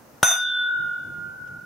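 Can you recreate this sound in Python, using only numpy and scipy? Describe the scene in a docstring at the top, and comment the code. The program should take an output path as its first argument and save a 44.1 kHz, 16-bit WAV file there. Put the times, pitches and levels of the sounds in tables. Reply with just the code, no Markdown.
"""A small room's tone comes first and runs throughout, in stereo: coloured noise. Then two stemmed tasting
glasses clink once: a noise crack with a damped clack, a bright shimmer of high sines, a long beating ring of
sines, and a wash of room echoes. Each long partial swells and fades as the glasses are drawn apart through the
room's standing waves, and sags, the lowest ones most, as they are tipped. After the clink a soft low rumble of
the drinkers' movement rises, and late on comes a faint noise tick as a glass is handled."""
import sys
import numpy as np
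from scipy.fft import rfft, irfft, next_fast_len
from scipy.io import wavfile
from scipy.ndimage import map_coordinates

SR = 44100
rng = np.random.default_rng(int(sys.argv[2]) if len(sys.argv) > 2 else 0)


def materialize(psi):
    """Save the field psi as 16-bit PCM at rate SR to the path in sys.argv[1].

    A 1-D psi becomes a single channel; in a 2-D psi each row is a channel.
    """
    bounded = np.clip(np.atleast_2d(psi).T, -1, 1)
    quanta = np.round(bounded * 32767).astype(np.int16)
    wavfile.write(sys.argv[1], SR, quanta)


N = 72765  # samples, 1.65 s
CLINK_S = 0.2297
DRIFT_RAD, DRIFT_PER_S = 0.55, 6  # phase wander of every glass partial: depth, random knots a second


def amp(db):
    """Decibels to gain."""
    return 10 ** (np.asarray(db) / 20)


def unit(x):
    """Scale to rms 1, over both channels together."""
    return x / np.sqrt(np.mean(x ** 2) + 1e-20)


def along(points, hz):
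    """Interpolate (frequency, value) points on a log frequency axis."""
    f, v = np.transpose(points)
    return np.interp(np.log(hz + 1), np.log(f + 1), v)


def curves(rows):
    """One value per sample for each column after the time."""
    s, *columns = np.transpose(rows)
    return [np.interp(np.arange(N) / SR, s, column) for column in columns]


def since(start):
    """Seconds since start, zero before it."""
    return np.maximum(np.arange(N) / SR - start, 0)


def fade(t, t60):
    """Exponential decay, down 60 dB after t60 seconds."""
    return np.exp(-np.log(1000) * t / t60)


def rise(t, length):
    """Exponential approach to 1 with the time constant length."""
    return 1 - np.exp(-t / length)


def wobble(rate):
    """A smooth random curve for each channel, rate knots a second."""
    at = np.arange(N) * rate / SR
    knots = rng.standard_normal(size=(2, 256))
    return np.array([map_coordinates(channel, [at], mode="mirror") for channel in knots])


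def filtered(x, response):
    """Shape the spectrum of x by a response of frequency."""
    m = next_fast_len(N + SR // 2)
    return irfft(rfft(x, m) * response(np.fft.rfftfreq(m, 1 / SR)), m)[..., :N]


def noise(spectrum, alike):
    """Coloured stereo noise of rms 1; the mid-to-side balance sets how alike left and right are."""
    def mid_side_gains(hz):
        turn = np.arccos(np.clip(along(alike, hz), -1, 1)) / 2
        return amp(along(spectrum, hz)) * [np.cos(turn), np.sin(turn)]

    mid, side = filtered(rng.standard_normal((2, N)), mid_side_gains)
    return unit(np.array([mid + side, mid - side]))


# left-right likeness of room tone and rumble: (frequency [Hz], correlation [-1 to 1])
ROOM_ALIKE = [(100, 0.89), (1000, 0.25), (4000, 0.19), (12000, 0.27)]
# colour of the room tone: (frequency [Hz], relative density [dB])
ROOM_TONE = [(15, -62.5), (25, -37), (70, -8.5), (189, -15.5), (228, -1.5), (382, -11.5), (500, -6),
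             (955, -11), (1430, -13.5), (1780, -18.5), (2890, -24.5), (3220, -29), (6310, -23.5),
             (7830, -29.5), (15800, -26)]
# the tone sinks after the clink and creeps part of the way back: (time [s], level change [dB])
ROOM_TONE_DIP = [(.22, -3), (.3, -10), (.55, -8), (.85, -5), (1.65, -5)]
ROOM_TONE_DB = -48  # before the level change


def room_tone():
    """The small room's own noise, whose level sinks after the clink."""
    dip_db, = curves(ROOM_TONE_DIP)
    return amp(ROOM_TONE_DB + dip_db) * noise(ROOM_TONE, ROOM_ALIKE)


# contacts of the rims, a graze and then the clink: (time [s], level before CRACK_DB [dB])
CONTACTS = [(.2279, -39), (.2297, -19)]
# colour of the crack: (frequency [Hz], relative density [dB])
CRACK = [(40, 0.5), (110, 6.5), (230, -6), (320, 2), (420, -18.5), (700, 12), (1000, -3.5), (1400, -13),
         (2000, -4.5), (3500, -0.5), (4700, -9), (6100, -0.5), (8000, -11.5), (9500, 3.5), (12000, -13.5),
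         (15800, -13)]
# left-right likeness of the crack: (frequency [Hz], correlation [-1 to 1])
CRACK_ALIKE = [(500, 0.94), (10000, 1)]
CRACK_DB, CRACK_T60_S = 7.5, 0.041  # gain added to every contact, decay
CLACK_HZ, CLACK_DB, CLACK_T60_S = 1418, -9.5, 0.038
CLACK_DELAY_S = 0.000735  # after the clink


def strike():
    """The rims graze, then meet: decaying noise for the broad crack, a quickly damped sine for the clack."""
    t = since(CLINK_S + CLACK_DELAY_S)
    clack = amp(CLACK_DB) * fade(t, CLACK_T60_S) * np.sin(2 * np.pi * CLACK_HZ * t)
    bursts = 0
    for start, db in CONTACTS:
        elapsed = since(start)
        bursts = bursts + amp(db) * (elapsed > 0) * fade(elapsed, CRACK_T60_S)
    return clack + amp(CRACK_DB) * bursts * noise(CRACK, CRACK_ALIKE)


# pitches of the short high glass partials: [Hz]
SHORT_HZ = [2858, 2945, 3484, 4955, 6004, 6063, 6245, 7520, 8905, 8947, 9165, 9630, 10184, 10752, 12204,
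            13500]
# a row for each pitch: (level before envelope and flutter [dB rms], rise [s], hold [s], t60 [s])
SHORT_MODES = [(-52, .01, 0.14, 1.9), (-58.5, .01, 0.14, 2.8), (-49, .01, 0.33, 1.1),
               (-50.5, .005, 0.16, .42), (-31, 0.00045, 0.021, 0.46), (-24.5, 0.00034, 0.069, 0.3),
               (-25, 0.011, 0.077, 0.28), (-48.5, .002, 0.066, 0.22), (-40, 0.00082, .04, 0.31),
               (-31, 0.00087, 0.021, 0.38), (-38.5, .015, .05, .23), (-41, .001, 0.031, 0.26),
               (-37.5, 0.00081, 0.052, 0.35), (-47, 0.0018, .08, 0.34), (-47, .03, 0.12, .17),
               (-56, 0.0029, .08, .22)]
FLUTTER, FLUTTER_PER_S = 0.48, 55  # depth relative to the tone, random knots a second


def shimmer():
    """High glass partials rise quickly, stay level briefly, then die away; each one flutters."""
    t, out = since(CLINK_S), 0
    for hz, (db, rise_s, hold_s, t60) in zip(SHORT_HZ, SHORT_MODES):
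        # the complex factor flutters both level and phase
        flutter = 1 + FLUTTER * (wobble(FLUTTER_PER_S) + 1j * wobble(FLUTTER_PER_S))
        phase = 2 * np.pi * hz * t + DRIFT_RAD * wobble(DRIFT_PER_S)
        tone = np.sqrt(2) * np.imag(flutter * np.exp(1j * phase))
        envelope = rise(t, rise_s) * fade(since(CLINK_S + hold_s), t60)
        out = out + amp(db) * envelope * tone
    return out


# long partials on their way through the room: (time [s], level [dB], left minus right [dB])
RING_LOW = [(0.24, -67, 1), (0.288, -22, 3), (0.298, -33, 9), (0.359, -42, -27), (0.419, -48.5, 5),
            (0.7, -35.5, -10.5), (0.84, -28, -6.5), (0.932, -30.5, -5), (1.061, -41.5, -3),
            (1.15, -35.5, -4.5), (1.251, -35.5, -8.5), (1.38, -45.5, 0), (1.56, -41, -5), (1.63, -49, -6.5)]
RING_MID = [(0.24, -16, 1), (0.279, -31, -7), (0.31, -63, 4), (0.319, -30, 8), (0.421, -25.5, 0.5),
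            (0.491, -31, 0), (0.61, -24.5, -0.5), (0.752, -25.5, 5.5), (0.85, -36, 7.5), (0.949, -33, 4),
            (1.09, -42.5, 0), (1.16, -56, 9), (1.32, -53, -12), (1.42, -40, 9.5), (1.629, -46, -7.5)]
RING_HIGH = [(0.24, -54, -7), (0.3, -32, -2), (0.34, -52, -18), (0.481, -35, -7), (0.58, -36, 10.5),
             (0.62, -50, -12), (0.651, -46.5, 14), (0.681, -33, -4), (0.83, -37.5, 1), (0.92, -44, -9.5),
             (1.05, -42, 11), (1.14, -56, 19), (1.19, -52, -10), (1.24, -42, -2), (1.63, -53.5, 11)]
OVERTONE_LOW = [(0.238, -31, 3), (0.27, -53, -2), (0.29, -34, 1), (0.351, -31.5, -8), (0.38, -47, -6),
                (0.46, -29, -2.5), (0.602, -28, -0.5), (0.67, -34.5, 3.5), (0.74, -53, -7.5),
                (1.051, -61.5, 3), (1.19, -72.5, -1)]
OVERTONE_HIGH = [(0.24, -31, -0.5), (0.33, -22, 0), (0.358, -37.5, 9), (0.411, -29.5, 3), (0.5, -34.5, 2),
                 (0.62, -51.5, -2.5), (0.679, -47, 3), (0.849, -51.5, -1.5), (0.919, -71, 8),
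                 (1.0, -61.5, 2), (1.05, -79, 3)]
# their pitches, in the same order: (frequency [Hz], sag when fully tipped [Hz])
LONG_MODES = [(1429, 12), (1472.5, 14), (1531, 34), (3525, 6), (3606, 6)]
TIP_START_S, TIP_LENGTH_S = 0.85, 0.823
LAST_T60_S = 0.64  # decay after the last point of each path


def ring():
    """The long partials beat against each other and sag as the drink runs up the tipped bowls."""
    t, out = since(CLINK_S), 0
    tipped = (since(TIP_START_S) / TIP_LENGTH_S) ** 2
    paths = [RING_LOW, RING_MID, RING_HIGH, OVERTONE_LOW, OVERTONE_HIGH]
    for (hz, sag_hz), path in zip(LONG_MODES, paths):
        level_db, pan_db = curves(path)
        stereo_db = level_db + np.array([pan_db, -pan_db]) / 2
        sag_cycles = sag_hz * np.cumsum(tipped) / SR
        phase = 2 * np.pi * (hz * t - sag_cycles) + DRIFT_RAD * wobble(DRIFT_PER_S)
        dying = fade(since(path[-1][0]), LAST_T60_S)
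        out = out + amp(stereo_db) * dying * np.sqrt(2) * np.sin(phase)
    return out * rise(t, 0.001)


# colour of the echoes before the room's speckle: (frequency [Hz], relative density [dB])
WASH = [(100, -30), (420, -17.5), (560, -7.5), (740, 4.5), (1100, -3), (1500, -1), (2100, -2.5),
        (3200, -10.5), (4400, -20.5), (5400, -16), (6300, -4.5), (7300, -8), (8100, -27), (9100, 1.5),
        (11400, -19.5), (12400, -7), (15800, -18.5)]
# left-right likeness of echoes and tick: (frequency [Hz], correlation [-1 to 1])
WASH_ALIKE = [(500, 0.66), (2000, 0.72), (6000, 0.23), (12000, 0.25)]
WASH_DB, WASH_RISE_S = -22.5, 0.002  # starting level before rise and grain
WASH_HOLD_S, WASH_SLOPE_DB_PER_S, WASH_T60_S = 0.1, 68.5, 0.27  # early stretch and its fall, then the tail
SPECKLE_DB, SPECKLE_HZ = 4, 30.04  # room resonances colour the echoes: depth, spacing
GRAIN_DB, GRAIN_PER_S = 1.5, 130  # single echoes stand out: depth, random knots a second


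def wash():
    """The room answers the crack with noise: dense early echoes, then a short tail."""
    t = since(CLINK_S)
    grain_db = GRAIN_DB * wobble(GRAIN_PER_S)[0]
    early_db = WASH_DB - WASH_SLOPE_DB_PER_S * np.minimum(t, WASH_HOLD_S) + grain_db
    peaks = rng.standard_normal(size=2048)

    def speckle(hz):
        return amp(SPECKLE_DB * map_coordinates(peaks, [hz / SPECKLE_HZ], mode="mirror"))

    echoes = unit(filtered(noise(WASH, WASH_ALIKE), speckle))
    tail = fade(since(CLINK_S + WASH_HOLD_S), WASH_T60_S)
    return amp(early_db) * rise(t, WASH_RISE_S) * tail * echoes


# colour of the drinkers' movement: (frequency [Hz], relative density [dB])
MOVEMENT = [(30, -20.5), (70, -10), (140, 2.5), (200, -4), (280, -15.5), (340, -6), (450, -20), (900, -24),
            (2000, -60), (8000, -88.5)]
# level of the low rumble before its lumps: (time [s], level [dB])
MOVEMENT_LEVEL = [(0, -61.5), (.72, -67), (.8, -47), (.95, -60.5), (1.1, -44.5), (1.32, -52), (1.42, -52.5),
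                  (1.55, -49.5), (1.65, -50)]
LUMPS_DB, LUMPS_PER_S = 1.6, 26  # unevenness of the rumble: depth, random knots a second


def movement():
    """An uneven low rumble rises after the clink as arms and bodies move: dark noise of wandering level."""
    level_db, = curves(MOVEMENT_LEVEL)
    lumps_db = LUMPS_DB * wobble(LUMPS_PER_S)[0]
    return amp(level_db + lumps_db) * noise(MOVEMENT, ROOM_ALIKE)


# colour of the tick: (frequency [Hz], relative density [dB])
TICK = [(200, -19.5), (1500, -24), (2900, 4.5), (4200, -11), (6000, 4.5), (9000, -25), (15000, -30)]
TICK_S, TICK_DB, TICK_T60_S = 1.473, -53, 0.053  # start, level before the envelope, decay


def tick():
    """A faint dry tick as a glass is handled: a short noise burst."""
    t = since(TICK_S)
    return amp(TICK_DB) * rise(t, 0.0012) * fade(t, TICK_T60_S) * noise(TICK, WASH_ALIKE)


def scene():
    """The toast in its small room, all layers summed."""
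    clink = strike() + shimmer() + ring() + wash()
    return room_tone() + clink + movement() + tick()


TOP_HZ = 15780  # band limit


def record(dry):
    """The recorder clips at full scale, then cuts steeply above its band limit."""
    return filtered(np.clip(dry, -1, 1), lambda hz: 1 / np.sqrt(1 + (hz / TOP_HZ) ** 300))


dry = scene()
out = record(dry)
materialize(out)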